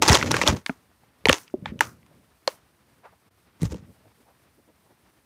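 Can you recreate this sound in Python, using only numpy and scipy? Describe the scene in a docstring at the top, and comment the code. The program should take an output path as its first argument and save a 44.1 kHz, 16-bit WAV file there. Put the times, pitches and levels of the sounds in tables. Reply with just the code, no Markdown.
"""Crumpling of a foil snack bag

A foil snack bag is put down by hand near a laptop microphone in a furnished room. Its film crackles
densely as clumped random clicks, and creases snap as jolts that ring two facets; diffuse echoes follow.
Soft bumps ring damped desk modes, and dragging rumbles as low noise. Faint rustles, of cloth or film,
are short swells of band noise. Below lies microphone hiss, its treble lifted while a suppressor is open."""
import sys
import numpy as np
from scipy import signal
from scipy.fft import rfft, irfft
from scipy.io import wavfile
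from scipy.ndimage import uniform_filter1d

SR = 44100
rng = np.random.default_rng(int(sys.argv[2]) if len(sys.argv) > 2 else 0)


def dump(signal):
    """Clip the signal to [-1, 1] and save it as 16-bit WAV at the path in sys.argv[1]."""
    limited = np.clip(np.atleast_2d(signal).T, -1, 1)
    pcm = np.round(limited * 32767).astype(np.int16)
    wavfile.write(sys.argv[1], SR, pcm)


N = 231613


def from_db(db):
    """Level to amplitude: 20 dB is a factor of ten."""
    return 10 ** (np.asarray(db) / 20)


def rms_one(x):
    """Normalisation by mean power: scale to rms 1."""
    return x / np.sqrt(np.mean(x ** 2) + 1e-20)


def peak_at(x, db):
    """Normalisation by crest: scale to a peak level."""
    return x * from_db(db) / np.max(np.abs(x))


def add(out, s, x):
    """Superposition: mix a short sound in at time s."""
    i = round(s * SR)
    out[i:i + len(x)] += x[:N - i]


def in_time(spans, column):
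    """Piecewise linear envelope in dB; silent outside the spans."""
    t = np.arange(N) / SR
    out = np.full(N, -120.)
    for rows in map(np.array, spans):
        inside = (t >= rows[0, 0]) & (t <= rows[-1, 0])
        out[inside] = np.interp(t[inside], rows[:, 0], rows[:, column])
    return out


def at_hz(points, hz, column=1):
    """Interpolation of a spectrum table along log frequency."""
    points = np.array(points)
    return np.interp(np.log(hz), np.log(points[:, 0]), points[:, column])


def colour(x, spectrum):
    """Linear filtering: multiply the spectrum by a table's gains, then scale to rms 1."""
    hz = np.maximum(np.fft.rfftfreq(N + 1, 1 / SR), 1)
    shaped = rfft(x, N + 1) * from_db(at_hz(spectrum, hz))
    return rms_one(irfft(shaped, N + 1)[:N])


def drift(rate_hz):
    """Low-passed random fluctuation of rms 1, computed at every 40th sample."""
    r = np.exp(-2 * np.pi * rate_hz * 40 / SR)
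    noise = rng.standard_normal(N // 40 + 2002)
    slow = signal.lfilter([1], [1, -2 * r, r * r], noise)[2000:]  # the filter has settled by then
    return np.interp(np.arange(N) / 40, np.arange(len(slow)), rms_one(slow))


def ring(x, hz, t60):
    """Damped mode: a two-pole resonator that decays by 60 dB in t60 seconds."""
    r = from_db(-60 / (t60 * SR))
    w = 2 * np.pi * hz / SR
    return signal.lfilter([0, np.sin(w)], [1, -2 * r * np.cos(w), r * r], x + 1e-18)


# treble level that opens the suppressor, greatest lift of the hiss treble, and fall of the held level
GATE_DB, GATE_LIFT_DB, GATE_FALL_DB_PER_S = -57.5, 17, 248


def gate_open(x):
    """Envelope following: lift in dB that tracks rising treble at once and falls steadily."""
    treble = signal.sosfilt(signal.butter(4, 6000, "high", fs=SR, output="sos"), x)
    power = uniform_filter1d(treble ** 2, size=221)  # mean over 5 ms
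    level_db = 10 * np.log10(power.clip(1e-12))
    fall = GATE_FALL_DB_PER_S * np.arange(N) / SR
    held_db = np.maximum.accumulate(level_db + fall) - fall
    return np.clip(held_db - GATE_DB, 0, GATE_LIFT_DB)


# spectrum of the hiss: [f/Hz, relative level/dB]
HISS_SPECTRUM = [(25, -26.5), (40, -11.5), (62, 2.5), (125, -1), (250, -3.5), (500, -9.5), (1000, -10),
                 (2000, -14), (4000, -22.5), (7500, -27), (8400, -21.5), (12000, -24), (16000, -24.5)]
HISS_DB, HISS_TOP_HZ = -62, 16000  # level before the wavering and lift; upper band limit
HISS_DIP_S, HISS_DIP_DB, HISS_DIP_HALF_S = 3.3, -19, 0.0091  # the hiss dips briefly


def hiss(open_db):
    """Stationary noise of microphone and room, wavering in two bands; the upper one is lifted by open_db."""
    noise = colour(rng.standard_normal(N), HISS_SPECTRUM)
    low = signal.sosfilt(signal.butter(4, 4800, fs=SR, output="sos"), noise)
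    high = signal.sosfilt(signal.butter(4, 4800, "high", fs=SR, output="sos"), noise)
    low = low * from_db(1.8 * drift(14))
    wavering = low + high * from_db(1.2 * drift(8) + open_db)
    dip_db = HISS_DIP_DB * np.exp(-((np.arange(N) / SR - HISS_DIP_S) / HISS_DIP_HALF_S) ** 2)
    top = signal.cheby2(12, 40, HISS_TOP_HZ, fs=SR, output="sos")
    return signal.sosfilt(top, wavering) * from_db(HISS_DB + dip_db)


# echoes of the furnished room: [f/Hz, decay time by 60 dB t60/s, level/dB]
ECHO = [(100, 0.18, -23.5), (400, 0.13, -21), (1226, 0.25, -15), (3070, 0.12, -17.5), (5920, 0.057, -14.5),
        (9000, 0.057, -12.5), (14057, 0.16, -20.5)]
EDGES = 30 * 2 ** np.arange(0, 9.3, 1 / 3)  # third-octave band edges in Hz


def room(x, gap_s=.003):
    """Diffuse reverberation: convolution with noise that decays at its own rate in every band."""
    t = np.arange(SR // 3) / SR
    tail = 0
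    for low, high in zip(EDGES[3::2], EDGES[5::2]):
        hz = np.sqrt(low * high)
        band_filter = signal.butter(2, [low, high], "band", fs=SR, output="sos")
        band = signal.sosfilt(band_filter, rng.standard_normal(len(t)))
        dying = from_db(-60 * t / at_hz(ECHO, hz, column=1))
        unit_decay = dying / np.sqrt(np.sum(dying ** 2))
        tail = tail + band * unit_decay * from_db(at_hz(ECHO, hz, column=2))
    onset = 1 - np.exp(-(t / gap_s) ** 2)  # echoes set in gradually after the direct sound
    return signal.fftconvolve(x, tail * onset)[:N]


# soft rustles, of cloth or film: [t/s, rms level before the swell/dB, centre f/Hz, half length/s]
RUSTLES = [(1.479, -61, 2360, 0.013), (1.683, -44.5, 1800, 0.025), (2.127, -63, 611, 0.035),
           (3.057, -44, 1000, 0.016), (3.088, -58.5, 1200, 0.019), (3.132, -57.5, 804, .012),
           (3.914, -67, 604, .015), (4.064, -57.5, 498, 0.019), (4.074, -56.5, 89.2, 0.021),
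           (4.204, -60, 297, 0.027), (4.293, -57.5, 696, 0.029), (4.59, -57.5, 299.7, .02),
           (4.694, -56.5, 351, 0.017), (4.869, -62, 700, 0.015), (4.91, -56, 500, 0.018)]


def rustles():
    """Band-limited noise under short Gaussian swells."""
    out, t = np.zeros(N), np.arange(N) / SR
    for s, db, hz, half in RUSTLES:
        band = signal.butter(2, [hz / 1.8, hz * 1.4], "band", fs=SR, output="sos")
        near = np.abs(t - s) < 3 * half
        swell = np.exp(-((t[near] - s) / half) ** 2)
        noise = rms_one(signal.sosfilt(band, rng.standard_normal(near.sum())))
        out[near] += from_db(db) * swell * noise
    return out


# the bag dragging on the desk, in spans: [t/s, rumble level/dB]
DRAG = [
    [(0.0, -35.5), (0.34, -26), (0.414, -35.5), (0.538, -23), (0.676, -84)],
    [(1.24, -53), (1.47, -76.5), (1.59, -48), (1.712, -44), (1.87, -45.5), (2.018, -61.5), (2.174, -58.5),
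     (2.3, -76.5)],
    [(3.6, -51), (3.76, -44), (3.8, -53), (3.91, -54), (3.96, -72)],
]
# spectrum of the rumble: [f/Hz, relative level/dB]
DESK_SPECTRUM = [(18, -49.5), (30, -19.5), (86, 7), (256, 3.5), (286, -1.5), (600, -7.5), (780, -39),
                 (1320, -120)]


def rumble():
    """Structure-borne friction: low noise carried by the desk, its level lumpy."""
    level_db = in_time(DRAG, 1) + 1.4 * drift(40)
    return colour(rng.standard_normal(N), DESK_SPECTRUM) * from_db(level_db)


# bumps through the desk: [t/s, peak level/dB, main mode f/Hz]
BUMPS = [(0.099, -4, 132), (0.108, -7.5, 80), (0.12, -12, 250), (0.485, -12, 76), (0.695, -17.5, 265),
         (1.259, -24, 89), (1.287, -10, 256.4), (1.302, -18, 88), (1.54, -15, 378.3), (1.623, -29, 190.2),
         (1.669, -33.5, 156.6), (1.686, -30, 74), (1.72, -25.5, 225.8), (1.755, -34, 221.5),
         (3.619, -15.5, 180.3), (3.631, -11.5, 163), (3.647, -16, 116), (3.662, -21.5, 81),
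         (3.706, -28, 133), (3.716, -23, 78.1), (3.731, -27.5, 333), (3.75, -27, 190), (3.79, -38, 108),
         (3.824, -41, 179)]
BUMP_T60_S = .055  # of the main mode


def bumps():
    """Modal excitation: a soft push rings a desk mode and two neighbours that die sooner."""
    out, t60 = np.zeros(N), BUMP_T60_S
    for s, db, hz in BUMPS:
        push = np.zeros(12000)
        width = round(.45 * SR / hz)  # contact lasts just under half a cycle
        push[:width] = np.hanning(width)
        modes = ring(push, hz, t60)
        modes -= 0.5 * ring(push, .6 * hz, .8 * t60)
        modes += 0.65 * ring(push, 1.55 * hz, 0.45 * t60)
        add(out, s, peak_at(modes, db))
    return out


# shaking out after a snap: delay and rise, then a quick and a slow burst under the snap's level
TRAIL_DELAY_S, TRAIL_RISE_S = .002, .003
QUICK_DB, QUICK_FALL_DB_PER_S = -24.5, 2500.5
SLOW_DB, SLOW_FALL_DB_PER_S = -33.5, 380.5
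# its treble, under the snap's level; share of the crack's dullness that it keeps
TRAIL_SHEEN_DB, TRAIL_SHEEN_FALL_DB_PER_S, TRAIL_DULLNESS = -45.5, 199.5, 0.31


def trails():
    """Relaxation: gains of the crackle and its treble decay as the film shakes out after each listed snap."""
    body, sheen, t = np.zeros(N), np.zeros(N), np.arange(SR // 4) / SR
    rise = 1 - np.exp(-(t / TRAIL_RISE_S) ** 2)
    quick = from_db(QUICK_DB - QUICK_FALL_DB_PER_S * t)
    slow = from_db(SLOW_DB - SLOW_FALL_DB_PER_S * t)
    shake = rise * (quick + slow)
    for s, db, _, _, high_db, crack_db in SNAPS:
        dullness_db = crack_db - max(0, high_db, crack_db)  # crack against the strongest part
        sheen_db = db + TRAIL_SHEEN_DB + TRAIL_DULLNESS * dullness_db
        add(body, s + TRAIL_DELAY_S, from_db(db) * shake)
        add(sheen, s + TRAIL_DELAY_S, rise * from_db(sheen_db - TRAIL_SHEEN_FALL_DB_PER_S * t))
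    return body, sheen


# squeezing of the film, one span held and one nudged: [t/s, crackle level/dB]
SQUEEZE = [
    [(0.012, -51.5), (0.022, -19.5), (0.064, -25.5), (0.086, -16), (0.152, -16.5), (0.172, -27),
     (0.215, -34), (0.232, -30), (0.296, -39.5), (0.316, -23.5), (0.33, -32), (0.4, -34), (0.455, -39),
     (0.476, -20), (0.63, -63)],
    [(3.59, -73.5), (3.62, -43), (3.67, -47.5), (3.69, -65), (3.72, -46.5), (3.83, -77)],
]
# spectrum of the crackle: [f/Hz, relative level/dB]
FILM_SPECTRUM = [(180, -39), (300, 0.5), (735, -7.5), (861, -0.5), (1620, -8.5), (1850, -7), (7000, -17.5),
                 (9100, -42.5), (15400, -120)]
# spectrum of the crackle's treble: [f/Hz, relative level/dB]
SHEEN_SPECTRUM = [(3530, -22), (6000, -2.5), (15200, -23.5), (16200, -31.5), (16500, -45.5)]
SHEEN_UNDER_DB = [-14, -1]  # treble against the crackle at a firm grip: held, nudged
SHEEN_STEEPER, FIRM_GRIP_DB = .3, -30  # extra treble in dB per dB of grip above the firm grip


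def crackle(per_s=2500.0, spread_db=3.5, clump_db=4.0):
    """Random impulse process: countless tiny creases give way in clumps, most small, a few large."""
    size_db = spread_db * np.minimum(rng.exponential(1, N), 4)
    sizes = from_db(size_db) * rng.choice([-1, 1], N)
    happens = rng.random(N) < per_s / SR
    clicks = sizes * happens * from_db(clump_db * drift(42))
    body, sheen = trails()
    for span, under_db in zip(SQUEEZE, SHEEN_UNDER_DB):
        grip_db = in_time([span], column=1)
        sheen_db = grip_db + under_db + SHEEN_STEEPER * (grip_db - FIRM_GRIP_DB)
        body = body + from_db(grip_db)
        sheen = sheen + from_db(sheen_db)
    return body * colour(clicks, FILM_SPECTRUM) + sheen * colour(clicks, SHEEN_SPECTRUM)


# small creases while the film is held: number, peak over the crackle, highest crack over the large facet
SMALL_COUNT, SMALL_OVER_DB, SMALL_CRACK_TOP_DB = 14, 6.5, -14.5


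def small_snaps():
    """Random buckling: snap rows at chance moments and facet sizes, as strong as the grip."""
    s, grip_db = np.transpose(SQUEEZE[0])
    when, large, small, balance = rng.random((SMALL_COUNT, 4)).T
    when = s[0] + when * (s[-1] - s[0])
    db = np.interp(when, s, grip_db) + SMALL_OVER_DB
    crack_db = SMALL_CRACK_TOP_DB - 6 * balance
    return list(zip(when, db, 460 * 2.6 ** large, 1550 * 1.6 ** small, -16 * balance, crack_db))


def facet(x, hz, cycles):
    """Plate resonance: a flat patch of film rings with an overtone, without bass or far treble."""
    t60 = cycles / hz
    rung = ring(x, hz, t60) - .5 * ring(x, 2.037 * hz, 0.45 * t60)
    edges = signal.butter(3, [.5 * hz, min(3.5 * hz, 18000)], "band", fs=SR, output="sos")
    return signal.sosfilt(edges, rung)


# creases that snap: [t/s, peak level/dB, large facet f/Hz, small facet f/Hz,
# small facet level over large/dB, crack level over large facet/dB]
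SNAPS = [(0.022, -4, 870, 1850, 1.5, 10), (0.078, -4.5, 891, 5050, 10.5, 3.5),
         (0.083, -0.5, 870, 5100, 14.5, 6.5), (0.091, -5, 980, 3800, 9.5, 1),
         (0.096, -2.5, 894, 2350, 8, 0.5), (0.116, -6.5, 430, 1820, 4, 2.6),
         (0.129, -1.5, 465, 5800, 10, 5), (0.146, -2, 869, 4100, 11.5, -2),
         (0.152, -3, 1010, 3420, 6.5, 1.5), (0.212, -15, 960, 2020, 9, -9.5),
         (0.226, -8, 1510, 2770, -1, -28), (0.241, -19.5, 487, 1800, -19, -18.5),
         (0.309, -15, 1430, 1470, -13, -18.5), (0.315, -5, 1200, 5470, 16.5, 13.5),
         (0.341, -7, 458, 1590, 2.5, -8.5), (0.345, -11.5, 1080, 1750, 12.5, -3.5),
         (0.366, -7, 1190, 2440, 0.5, -4), (0.391, -20, 550, 1510, -5.5, -19.5),
         (0.414, -4.5, 450, 1990, 7, -0.5), (0.435, -13, 503, 2550, -2, -16),
         (0.461, -18.5, 616, 2860, 0.5, -36), (0.475, 1, 626, 3420, 12, -7.5),
         (0.483, -6.5, 460, 6000, 7, -23.5), (0.662, -11, 1240, 2250, 14, 5),
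         (0.694, -16, 700, 1250, 3, -30), (0.913, -53.5, 686, 1462, -24, -23),
         (1.034, -48.5, 832, 2020, -20, -31.5), (1.255, 1.5, 439, 2335, 10, -24),
         (1.269, -11, 902, 1900, -14.5, -8.5), (1.285, -2, 993, 3140, 2.5, -13.5),
         (1.293, 0, 1300, 2850, 4, -2), (1.296, 0.5, 519, 1820, 1.5, -8.5), (1.328, 2, 915, 3050, 18, 5),
         (1.406, -50.5, 1140, 1596, 42, -5.5), (1.478, -38, 469, 2553, 26, 0),
         (1.498, -49, 1430, 2050, -18, -40), (1.657, -17, 850, 1800, -1, -55),
         (1.791, -28, 953, 2820, 14, 1), (1.807, 2.5, 920, 1740, -1, -6),
         (2.029, -50, 967, 2135, -2.5, -11.5), (2.063, -46.5, 956, 1810, -6.5, -6),
         (2.476, -5, 525, 4240, 0, -18.5), (3.617, -26.5, 437, 1950, 6.5, 18),
         (3.63, -22.5, 452, 2030, -9, 0), (3.719, -28, 471, 1605, -16, -6),
         (3.743, -29, 468, 2680, -12, -11)]


def snaps(rows, cycles, buckling_s, ragged):
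    """Snap-through buckling: a crease jolts and shakes out; the facets beside it ring."""
    out, t = np.zeros(N), np.arange(-100, 2000) / SR
    bright = signal.butter(2, [4000, 10500], "band", fs=SR, output="sos")
    for s, db, low_hz, high_hz, high_db, crack_db in rows:
        envelope = np.exp(np.minimum(t / 0.00011, -t / buckling_s))
        burst = ragged * rng.standard_normal(len(t)) * envelope
        burst[100] = 1  # the jolt, at t = 0
        # patches of all sizes between the two main facets fill the gap
        between = signal.butter(2, [low_hz, 0.77 * high_hz + 300], "band", fs=SR, output="sos")
        parts = peak_at(facet(burst, low_hz, cycles), 0)
        parts += peak_at(facet(burst, high_hz, cycles), high_db)
        parts += peak_at(signal.sosfilt(between, burst), min(0, high_db) + 1.0)
        parts += peak_at(signal.sosfilt(bright, burst), crack_db)
        add(out, s - .0015, peak_at(parts, db))
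    return out


def scene():
    """Superposition of the bag and bumps with their echoes, the desk rumble, rustles and hiss."""
    steady = crackle() + bumps()
    rows = SNAPS + small_snaps()
    near = snaps(rows, cycles=14.0, buckling_s=.0015, ragged=.25)
    # the walls hear each snap from all sides, where the facet pitches blur
    around = snaps(rows, cycles=2.9, buckling_s=.001, ragged=0.023)
    bag = steady + near + room(steady + around)
    return (bag + rumble() + rustles() + hiss(gate_open(steady + near)))[None]


CUTOFF_HZ = 16800


def record(dry):
    """Band limiting and soft saturation: bass rolled off, peaks rounded, top cut."""
    x = signal.sosfilt(signal.butter(4, 55, "high", fs=SR, output="sos"), dry)
    x = .9 * x / (1 + np.abs(x / .9) ** 6) ** (1 / 6)
    return signal.sosfilt(signal.cheby2(14, 70, CUTOFF_HZ, fs=SR, output="sos"), x)


dry = scene()
out = record(dry)
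dump(out)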